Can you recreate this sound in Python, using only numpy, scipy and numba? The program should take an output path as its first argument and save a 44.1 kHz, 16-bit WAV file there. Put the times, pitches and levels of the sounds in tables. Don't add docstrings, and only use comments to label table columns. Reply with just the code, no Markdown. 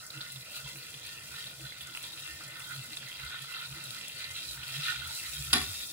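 import sys
import numpy as np
from scipy import signal
from scipy.fft import rfft, irfft
from scipy.io import wavfile
from scipy.ndimage import uniform_filter1d
from numba import njit

SR = 44100
rng = np.random.default_rng(int(sys.argv[2]) if len(sys.argv) > 2 else 0)


def file_out(sig):
    cols = np.atleast_2d(sig).T
    lim = np.clip(cols, -1, 1)
    pcm = np.round(lim * 32767).astype(np.int16)
    wavfile.write(sys.argv[1], SR, pcm)


def volts_from_decibels(level):
    exponent = np.asarray(level, float) / 20
    return 10 ** exponent


N = 261072
TIME = np.arange(N) / SR
OPPOSITE = np.array([[1], [-1]])

# start_s, peak_db, hardness (0-1)
LADLE_BOUNCES = [(5.5302, -10.5, 1), (5.532, -11.5, 0.78), (5.5339, -10.5, .8), (5.538, -12.5, 0.47),
                 (5.547, -18, 0.32), (5.5543, -16, 0.31), (5.56, -16.5, 0.43), (5.5655, -16.5, 0.32),
                 (5.57, -20.5, 0.26), (5.5802, -22, 0.7), (5.583, -18.5, 0.59), (5.59, -30, 0.3),
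                 (5.606, -22, .5), (5.6148, -22.5, .7), (5.627, -27, 0.65), (5.641, -27, 0.74)]


def set_level(x, db):
    return x * volts_from_decibels(db) / np.sqrt(np.mean(x ** 2))


def ring(x, hz, width):
    r = np.exp(-np.pi * width / SR)
    top = (1 - r * r) / 2
    return signal.lfilter([top, 0, -top], [1, -2 * r * np.cos(2 * np.pi * hz / SR), r * r], x)


def colour(x, hz, db):
    log_hz = np.log(np.maximum(np.fft.rfftfreq(N, 1 / SR), 1))
    return irfft(rfft(x) * volts_from_decibels(np.interp(log_hz, np.log(hz), db)), N)


def walk(rate):
    hold = int(SR / rate)
    steps = np.repeat(rng.standard_normal(N // hold + 1), hold)
    return 1.27 * uniform_filter1d(uniform_filter1d(steps, hold), hold)[:N]


@njit
def bursts(start, hz, cycles, size):
    out = np.zeros((2, N))
    for g in range(len(hz)):
        w = 2 * np.pi * hz[g] / SR
        p = np.exp(1j * w - hz[g] / (cycles * SR))
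        for c in range(2):
            i = int(start[c, g]) + 1
            z = size[c, g] * p ** (i - start[c, g])
            for n in range(max(i, 0), min(N, i + int(6 * cycles * SR / hz[g]) + 2)):
                out[c, n] += z.imag
                z *= p
    return out


def scatter(s, hz, db, cycles, spread_s, balance_db):
    spot = rng.standard_normal((len(s), 2)).T
    left_lag_s = 4.48 / 44100 + spread_s * spot[0]
    side = np.array([[.5], [-.5]])
    return bursts((s + side * left_lag_s) * SR, hz, cycles, volts_from_decibels(db + side * balance_db * spot[1]))


def swarm(count, lo_hz, hi_hz, scatter_db, patchy_db, **grain):
    when, pitch, size = rng.random((count, 3)).T
    at = (when * (N - 1)).astype(int)
    low, high = (walk(14)[at] + walk(40)[at] for _ in range(2))
    flurry_db = patchy_db * (np.cos(pitch * np.pi / 2) * low + np.sin(pitch * np.pi / 2) * high)
    db = flurry_db - scatter_db * np.log(1.002 - size)
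    hz = lo_hz * (hi_hz / lo_hz) ** pitch
    return set_level(scatter(when * N / SR, hz, db, **grain), 0)


def cluster(event_s, event_db, count, run_s):
    after, size = rng.random((len(event_s), count, 2)).T
    after[0] = 0
    s = event_s - run_s * np.log(1 - after) * (np.arange(count) > 0)[:, None]
    db = event_db - 6.0 * (s - event_s) / run_s - 6 * size
    return s.ravel(), db.ravel()


def struck(push, modes, longest_s):
    out = 0
    for k, (hz, db, t60_s) in enumerate(modes):
        t60_s = min(t60_s, longest_s)
        out = out + (-1) ** k * volts_from_decibels(db) * t60_s * ring(push, hz, 2.9 / t60_s)
    return out


def swell(s, hold_s, db, rise, fall):
    out = np.zeros(N // 64 + 2)
    t = np.arange(len(out)) * 64 / SR
    for start, hold, peak_db in np.broadcast(s, hold_s, db):
        climb_db = rise * np.maximum(start - t, 0)
        sink_db = fall * np.maximum(t - start - hold, 0)
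        out += volts_from_decibels(2 * (peak_db - climb_db - sink_db))
    return np.interp(TIME, t, out)


def effort():
    # time_s, wall_db
    heat_points = [(0, -49.5), (.08, -63), (.16, -50.5), (.47, -50), (.66, -49), (.8, -47.5), (1.3, -48.5),
                   (2.0, -47.5), (2.8, -47.5), (3.3, -47), (4.1, -46), (4.45, -41), (4.7, -42.5),
                   (4.95, -40.5), (5.03, -46), (5.26, -40), (5.38, -45), (5.74, -44), (5.92, -50)]
    # start_s, hold_s, deep_db, middle_db
    steam_surges = [(.04, 0, -50.5, -55), (0.139, 0.11, -52, -56), (0.55, 0.047, -52.5, -74),
                    (.89, 0, -62, -52.5), (1.208, 0, -55.5, -51), (1.362, 0.041, -52.5, -53),
                    (1.627, 0.041, -52.5, -66), (1.858, 0.11, -52.5, -54), (2.238, 0.32, -59, -57.5),
                    (2.567, 0.034, -52, -50.5), (2.71, 0, -46, -52.5), (2.85, 0.19, -59, -54.5),
                    (3.07, 0, -63, -51.5), (3.245, 0.096, -49.5, -52.5), (3.5, 0.12, -50, -52.5),
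                    (3.737, 0.1, -49.5, -51), (3.968, 0.012, -49, -48.5), (4.183, 0.16, -57, -53.5),
                    (4.57, 0.0046, -50, -55), (4.747, 0.0071, -70, -48.5), (4.84, 0.058, -45.5, -49),
                    (4.876, 0.005, -45, -47), (5.05, 0.012, -48, -56), (5.143, 0.02, -55, -50.5),
                    (5.24, 0, -57, -48), (5.544, 0.027, -45.5, -45)]
    # start_s, hold_s, wall_db, spit_db
    surface_flurries = [(.02, 0.026, -63, -74), (0.108, 0.027, -52.5, -69), (0.208, 0.02, -62, -73),
                        (0.317, 0.017, -51, -60), (1.398, 0.027, -46.5, -69), (1.585, 0.019, -53, -68),
                        (2.043, 0.026, -57, -55.5), (3.876, 0.062, -46.5, -72), (4.064, 0.02, -49, -67),
                        (0.564, 0.0036, -42, -50), (0.693, 0.0085, -52, -54.5), (0.9, 0.046, -49.5, -60),
                        (1.07, 0.018, -49, -60), (1.33, 0.088, -53.5, -54), (1.81, 0.29, -53.5, -72),
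                        (2.72, 0.045, -49, -70), (2.934, 0.091, -46.5, -59), (3.39, 0.26, -48, -62),
                        (4.39, .01, -50, -52.5), (4.497, 0.035, -44, -50), (4.57, .1, -58, -65),
                        (5.154, 0.047, -45, -49), (5.304, 0.088, -62, -49), (4.76, 0.01, -40, -47.5),
                        (4.833, 0.07, -37.5, -47.5), (4.704, .02, -46, -60), (5.08, .01, -71, -66)]
    heat_db = np.interp(TIME, *np.transpose(heat_points))
    fry_db = -55 + .5 * TIME
    fry_db = fry_db + 6 * np.clip((TIME - 5.07) / 0.08, 0, 1)
    surge_s, surge_hold_s, deep, middle = np.transpose(steam_surges)
    flurry_s, flurry_hold_s, wall, oil = np.transpose(surface_flurries)
    layers = [(heat_db, flurry_s, flurry_hold_s, wall),
              (heat_db - 14, surge_s, surge_hold_s, deep),
              (heat_db - 12, surge_s, surge_hold_s, middle),
              (fry_db, flurry_s, flurry_hold_s, oil)]
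    return [10 * np.log10(volts_from_decibels(2 * steady_db) + swell(*events, rise=198, fall=195))
            for steady_db, *events in layers]


def boil(wall_db, deep_db, middle_db):
    # pitch_hz, width_hz, left_db, right_db
    wall_modes = [(980, 1240, -10, -13), (1358, 87, -9, -2), (1441, 66, -9, 1.5), (1821, 37, -7, -2.5),
                  (2050, 71, 1, -2), (2518, 278, -9, -6), (2709, 138, -5, -5.5), (2874, 190, -10, -10.5),
                  (3240, 160, -15, -2), (3450, 158, -2.5, -4.5), (3780, 200, 0, -3.5), (4006, 192, -9, -1),
                  (4407, 280, -4, -8), (4705, 240, -15, -11.5), (5410, 200, -50, -16)]
    knocks = swarm(count=20000, lo_hz=900, hi_hz=6680, scatter_db=0.5, patchy_db=1.45,
                   cycles=1.19, spread_s=5e-5, balance_db=6.5)
    out = 0
    for hz, width, left_db, right_db in wall_modes:
        db = deep_db if hz < 1650 else middle_db if hz < 2250 else wall_db
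        wander_db = 1.0 * walk(8.9) + 2.7 * walk(30)
        mode = ring(ring(knocks * volts_from_decibels(db + wander_db), hz, width), hz, 2.54 * width)
        out = out + volts_from_decibels(np.array([[left_db], [right_db]])) * mode * np.sqrt(hz / width)
    hum = set_level(ring(knocks, 3670, 80), -46) * (TIME > LADLE_BOUNCES[0][0])
    return out * volts_from_decibels(2.5) + hum


def pops():
    # start_s, peak_db, pitch_hz
    big_bubbles = [(0.103, -29, 4100), (0.174, -30, 3300), (0.2076, -21, 4030), (0.218, -27, 4270),
                   (0.3605, -26, 3920), (0.5163, -36, 2800), (.7582, -30.5, 2540), (1.1767, -34, 2630),
                   (1.3392, -42, 1480), (1.4686, -25, 3800), (1.7215, -32, 2050), (2.178, -34, 2590),
                   (2.5935, -38, 1460), (3.1158, -29, 2680), (3.181, -35, 3270), (3.4431, -33, 1490),
                   (3.9055, -29, 3980), (4.12, -29, 3820), (0.3017, -27.5, 3800), (0.5415, -55, 1460),
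                   (0.942, -26, 3300), (1.321, -39, 1500), (1.8083, -26, 3320), (1.9493, -28.5, 2740),
                   (1.972, -25.5, 2840), (2.039, -24.5, 3780), (2.4058, -35, 1390), (2.9324, -27, 4000),
                   (2.971, -21.5, 3700), (3.2, -32, 2050), (3.3435, -33, 1490), (3.7253, -32, 3240),
                   (4.0371, -29, 2820), (4.243, -24, 4300), (4.305, -28, 2700), (4.575, -48, 1410),
                   (4.631, -25.5, 2620), (4.767, -23, 3660), (4.8314, -39, 3380), (5.0444, -63, 1400)]
    # start_s, peak_db, pitch_hz
    dull_bubbles = [
        (0.661, -44, 960),
        (2.05, -49.5, 980),
        (2.53, -60, 231),
        (2.88, -47, 237),
        (2.999, -51, 245),
        (3.556, -46, 1080),
        (4.92, -45, 870),
        (5.09, -46.5, 900),
    ]
    s, db, hz = np.transpose(big_bubbles)
    snap_db = db - 19 - 30 * np.log2(hz / 1400)
    snap = scatter(s, np.full(len(s), 2200.), snap_db, cycles=1.0, spread_s=3e-5, balance_db=21.0)
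    s, db = cluster(s, db, count=6, run_s=0.0093)
    hz = np.tile(hz, 6) * (1 + .08 * rng.standard_normal(len(s)))
    sharp = scatter(s, hz, db - 7, cycles=6., spread_s=5e-5, balance_db=7)
    sharp = sharp + ring(snap, 2900, 2300)
    s, db, hz = np.transpose(dull_bubbles)
    s, db = cluster(s, db, count=8, run_s=0.047)
    hz = np.tile(hz, 8) * (1 + .03 * rng.standard_normal(len(s)))
    dull = scatter(s, hz, db - 1.5, cycles=6., spread_s=5e-5, balance_db=3)
    return sharp + ring(dull, 600, 1500)


def clicks():
    # start_s, peak_db, pitch_hz
    steam_pockets = [(0.1057, -45, 3960.0), (0.2092, -35.0, 4130.0), (0.2205, -41, 4130.0),
                     (0.3018, -39.0, 3400.0), (0.5177, -41.0, 2670.0), (0.9473, -37.0, 3360.0),
                     (0.9776, -40.0, 2580.0), (1.1782, -39, 2630.0), (1.1861, -43, 2630.0),
                     (1.3231, -40, 3830.0), (1.3423, -35, 1440), (1.368, -36, 3060.0),
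                     (1.4424, -32, 3360.0), (1.6086, -37, 2580.0), (1.8109, -36, 3320.0),
                     (1.8505, -39.0, 3450.0), (1.9508, -28.5, 2710.0), (1.9742, -29, 2710.0),
                     (2.0362, -38.0, 3790.0), (2.0448, -29, 3530.0), (2.1218, -41.0, 4690.0),
                     (2.1804, -44, 2500.0), (2.2767, -33, 3360.0), (2.3005, -38, 3320.0),
                     (2.4091, -44, 1430), (2.6039, -33, 2650), (2.7941, -35, 2970.0), (2.9398, -35, 3830.0),
                     (2.9707, -31, 2640), (3.0287, -35, 1700), (3.0803, -39, 1930), (3.1176, -35, 2760.0),
                     (3.1283, -35, 2710.0), (3.2011, -32.5, 2800.0), (3.3077, -32.5, 1490),
                     (3.5179, -31, 1370), (3.7266, -34, 3270.0), (3.9073, -36.0, 3960.0),
                     (3.9717, -43, 1690), (4.0121, -32, 3320.0), (4.0378, -36.0, 2890.0),
                     (4.0506, -39, 2580.0), (4.1205, -34, 3830.0), (4.3089, -40, 2710.0),
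                     (4.5111, -31, 3920.0), (4.5763, -34, 1550.0), (4.7278, -33.0, 3790.0),
                     (4.7671, -27, 3570.0), (5.353, -37, 3290), (5.4249, -30, 4250)]
    s, db, hz = np.transpose(steam_pockets)
    s = s - .0003
    tick = scatter(s, np.sqrt(hz * 2400), db - 1.5, cycles=.9, spread_s=2e-5, balance_db=2.5)
    body = scatter(s, hz, db - 2.5, cycles=4., spread_s=2e-5, balance_db=3.5)
    return volts_from_decibels(2.5) * ring(tick + body, 2950, 4000)


def spit(spit_db):
    # start_s, peak_db, pitch_hz
    oil_drops = [(0.065, -41.5, 8200), (0.3207, -38, 11200), (0.4165, -49, 10000), (0.6787, -44, 8400),
                 (0.771, -41, 14000), (1.065, -43, 10400), (1.3867, -46, 10600), (1.813, -40.5, 10600),
                 (1.871, -43, 7700), (1.971, -42, 10600), (2.0276, -39, 10600), (2.919, -47, 13500),
                 (2.1956, -43, 10100), (2.2693, -44, 10000), (2.4364, -42, 9050), (2.4776, -42, 9700),
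                 (2.596, -42.5, 10700), (2.691, -46, 10700), (2.7196, -40.5, 10150), (2.836, -45, 8300),
                 (2.9657, -42, 7880), (3.086, -43, 7600), (3.247, -42.5, 10100), (3.419, -40, 10300),
                 (3.84, -39, 10400), (3.907, -40, 10300), (3.945, -48, 8000), (4.0805, -37.5, 10300),
                 (4.1515, -49, 8070), (4.187, -43, 7490),
                 (4.311, -38.5, 7500),
        (4.503, -47, 10300),
        (4.6804, -39.5, 10200),
        (4.958, -41, 7600),
        (5.071, -36, 10600),
        (5.4493, -36, 9900),
    ]
    fizz = swarm(count=40000, lo_hz=4290, hi_hz=17200, scatter_db=1.5, patchy_db=1.0,
                 cycles=0.96, spread_s=2.5e-5, balance_db=8.0)
    drop_s, drop_db, drop_hz = np.transpose(oil_drops)
    s, db = cluster(drop_s, drop_db, count=5, run_s=0.0032)
    hz = np.tile(drop_hz, 5) * (0.81 + 0.35 * rng.random(len(s)))
    ticks = scatter(s, hz, db + 5.5, cycles=3.0, spread_s=3e-5, balance_db=-2.0)
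    s, db = cluster(drop_s, drop_db, count=150, run_s=0.017)
    hz = np.tile(drop_hz, 150) * (0.64 + 0.75 * rng.random(len(s)))
    spray = scatter(s, hz, db - 5.5, cycles=2.0, spread_s=4e-5, balance_db=10.0)
    oil = fizz * volts_from_decibels(spit_db + 1.5) + ticks + spray
    return colour(oil, [3240, 4150, 10000, 16000], [-35, 3.0, 0.5, 4.5])


def ladle():
    rim_hz = [1474, 1809, 2050, 2363, 2864, 3375, 3482, 3681, 3764, 4050, 4867, 4967, 7316, 8689]
    # level_db, t60_s
    rim_rings = [(-6, .3), (-6.5, .28), (-22, .3), (-3.5, .3), (-13, 0.19), (-2.5, .2), (-9, 0.12),
                 (-12, 0.17), (-11, .2), (-5, .2), (-18, .3), (-9.5, 0.093), (-23, .12), (-30, .3)]
    base_hz = [233, 311, 401, 737, 860, 990, 1136, 1200]
    # level_db, t60_s
    base_rings = [(-1.5, .2), (-1, 0.054), (-9, .15), (-4, .39), (-15, .2), (-16, .3), (-3.5, .25),
                  (-26, .3)]
    # pitch_hz, width_hz, level_db
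    ladle_modes = [(1290, 300, -10), (1920, 110, -6), (3430, 230, 6), (3930, 380, -2), (4910, 220, 4),
                   (7200, 190, -2), (9100, 260, -29), (10300, 790, -6)]
    clatter_s, settle_s, settle_db = 0.0035, 0.045, -21
    s, db, hard = np.transpose(LADLE_BOUNCES)
    first = int(s[0] * SR) - 40
    after = TIME[first:] - s[:, None]
    bounce = volts_from_decibels(2 * db)[:, None] * (after > 0) * np.exp(-2 * np.abs(after) / clatter_s)
    settle = volts_from_decibels(2 * settle_db) * (after[0] > 0) * np.exp(-2 * after[0] / settle_s)
    body = np.sqrt(bounce.sum(axis=0) + settle)
    bright = np.sqrt(hard ** 2 @ bounce + 0.22 * settle)

    common, apart = rng.standard_normal(N), rng.standard_normal((2, N))
    grit = .7 * np.array([np.roll(common, 4), common]) + .7 * apart
    rattle = colour(grit, [500, 1100, 2000, 3500, 5000, 6200], [-27, -1, -2, 5.0, -2, -32])
    rattle = body * rattle[:, first:]
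    hiss = bright * colour(grit, [4000, 4930, 6550, 10000, 15000], [-20, -0.5, -3.5, -22, -19])[:, first:]
    chatter = grit[:, first:]

    shove = scatter(s, 600 + 600 * hard, db - 28 * hard + 4.5, cycles=0.19, spread_s=0.00021, balance_db=4.0)
    shove = shove[:, first:] + volts_from_decibels(-15.5) * np.sqrt(settle) * chatter[0]
    bowl = sum(volts_from_decibels(mode_db) * ring(bright * chatter, hz, width) for hz, width, mode_db in ladle_modes)
    rim = struck(body * chatter, np.column_stack([rim_hz, rim_rings]), longest_s=0.23)
    base = struck(shove, np.column_stack([base_hz, base_rings]), longest_s=0.11)
    out = volts_from_decibels(29.5) * rim + volts_from_decibels(41.5) * base + bowl + volts_from_decibels(-6.5) * rattle + volts_from_decibels(-3.0) * hiss
    return np.pad(out, ((0, 0), (first, 0)))


def shake():
    # start_s, peak_db
    stand_thumps = [(.18, -43), (.38, -45.5), (.66, -46.5), (0.771, -48), (.97, -52), (1.05, -59),
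                    (1.16, -77), (1.26, -61), (1.35, -59.5), (1.47, -57.5), (1.59, -53), (1.65, -42),
                    (1.8, -60), (1.86, -60), (2.05, -59), (2.21, -65), (2.34, -60), (2.47, -50.5),
                    (2.63, -62), (2.797, -39), (2.92, -59), (3.06, -51.5), (3.24, -48.5), (3.43, -47.5),
                    (3.72, -45.5), (3.89, -47), (4.32, -53), (4.6, -52), (4.793, -35.5), (4.9, -49.5),
                    (5.0, -50), (5.08, -52), (5.409, -39.5), (5.49, -45), (5.57, -46.5), (5.63, -46),
                    (5.7, -56)]
    # start_s, peak_db
    counter_thumps = [(0, -60), (.66, -55), (1.33, -57.5), (1.55, -67), (2.07, -69), (2.8, -58),
                      (1.65, -56), (1.84, -58.5), (2.34, -54), (3.26, -49.5), (3.74, -55), (4.22, -60),
                      (4.32, -51.5), (4.51, -52.5), (4.6, -52), (5.0, -49.5), (5.08, -48), (5.3, -52.5),
                      (5.41, -45), (5.47, -49), (5.54, -41), (5.62, -43), (5.711, -44.5), (5.8, -56)]
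    # start_s, peak_db
    base_thumps = [(.18, -53), (.77, -60.5), (1.33, -67.5), (1.62, -54.5), (1.92, -62), (2.15, -62.5),
                   (2.3, -58.5), (2.41, -59), (2.54, -65.5), (2.93, -58.5), (3.77, -55), (4.9, -69),
                   (5.541, -57), (5.6, -62), (5.92, -59)]
    # width_hz, rise_db_per_s, fall_db_per_s, rest_db
    drum_settings = [(19.7, 325, 480, -65.5), (39.95, 239, 304, -71.5), (23.8, 406, 500, -75)]
    drum_hz = [134, 82, 325]
    both = 0
    thumps = (stand_thumps, counter_thumps, base_thumps)
    for hz, (width, rise, fall, rest_db), events in zip(drum_hz, drum_settings, thumps):
        s, db = np.transpose(events)
        noise = rng.standard_normal((2, N))
        murmur, apart = set_level(ring(ring(noise, hz, width), hz, 2.0 * width), 0)
        wobbling_hz = hz + 0.36 * width * walk(25)
        drum = np.sqrt(2) * np.sin(2 * np.pi * np.cumsum(wobbling_hz) / SR)
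        push = np.sqrt(swell(s, 0, db, rise, fall))
        both = both + drum * push * volts_from_decibels(1.1 * walk(30))
        both = both + murmur * volts_from_decibels(rest_db + 2.5 * walk(5.4))
        both = both + volts_from_decibels(-25) * apart * push * OPPOSITE
    return both * volts_from_decibels(np.array([[-.7], [.7]]))


def flame():
    # pitch_hz, level_db (per Hz)
    roar_points = [(15, -53), (35, -31), (123, -3.5), (189, -9.5), (280, -14), (332, -23), (401, -36),
                   (537, 4.5), (615, -12.5), (671, -25.5), (1160, -8), (1400, -82), (1500, -6), (1950, -36),
                   (3300, -120)]
    roar_hz, roar_db = np.transpose(roar_points)
    out = 0
    for hz in 30 * 2 ** np.arange(0, 5.6, 1 / 3):
        mid, side = ring(rng.standard_normal((2, N)), hz, hz / 5)
        db = np.interp(np.log(hz), np.log(roar_hz), roar_db) + 3.0 * walk(9)
        out = out + volts_from_decibels(db) * (mid + min(hz / 1140.0, 1) * side * OPPOSITE)
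    return out * volts_from_decibels(-63.5) / np.std(ring(out[0], 540, 930))


@njit
def walls(x, lags, gain, damp):
    line, soft, out = np.zeros((8, 4096)), np.zeros(8), np.zeros((2, len(x)))
    for i in range(len(x)):
        total = 0.
        for k in range(8):
            soft[k] += (1 - damp) * (gain[k] * line[k, (i - lags[k]) & 4095] - soft[k])
            total += soft[k]
            out[k % 2, i] += soft[k]
        for k in range(8):
            line[k, i & 4095] = x[i] + soft[k] - total / 4
    return out


def scene():
    wall_db, deep_db, middle_db, spit_db = effort()
    stove = boil(wall_db, deep_db, middle_db) + pops() + clicks() + spit(spit_db) + ladle()
    lags = rng.integers(500, 2200, 8)
    t60_s = 0.22
    room = walls(stove.mean(axis=0), lags, volts_from_decibels(-60 * lags / SR / t60_s), 0.054)
    return stove + volts_from_decibels(-7.5) * room + shake() + flame()


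def band_limit(x):
    return signal.sosfilt(signal.butter(12, 16950, fs=SR, output="sos"), x)


def record(dry):
    # pitch_hz, left_db, right_db
    port_points = [(3700, -0.5, 0), (5270, 2.5, 2), (7040, -2.5, 2), (7700, 3.5, 4), (8950, -8, 7),
                   (8870, 0, 0), (9800, 9.5, -20), (10600, 10.5, 8), (10930, 6.5, -8), (11850, 2.5, -12),
                   (12600, 1, 3), (14300, 4, 0.5), (16000, 6.5, -2)]
    # pitch_hz, width_hz, left_depth (0-1),
    # right_depth (0-1)
    narrow_notches = [(2230, 110, .6, .65), (3020, 110, .65, .7), (5160, 200, .65, .55),
                      (6150, 240, .7, .75), (9370, 150, 1, .4), (11340, 150, .8, .1), (12200, 250, .35, .35)]
    hz, *port_db = np.transpose(port_points)
    x = np.array([colour(c, hz, db) for c, db in zip(dry, port_db)])
    for notch_hz, width, *depth in narrow_notches:
        moving_depth = np.clip(np.array(depth)[:, None] + .4 * walk(7), 0, 1)
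        x = x - moving_depth * ring(x, notch_hz, width)
    x = signal.sosfilt(signal.ellip(10, .2, 45, 15750, fs=SR, output="sos"), x)
    return band_limit(x)


dry = scene()
out = record(dry)
file_out(out)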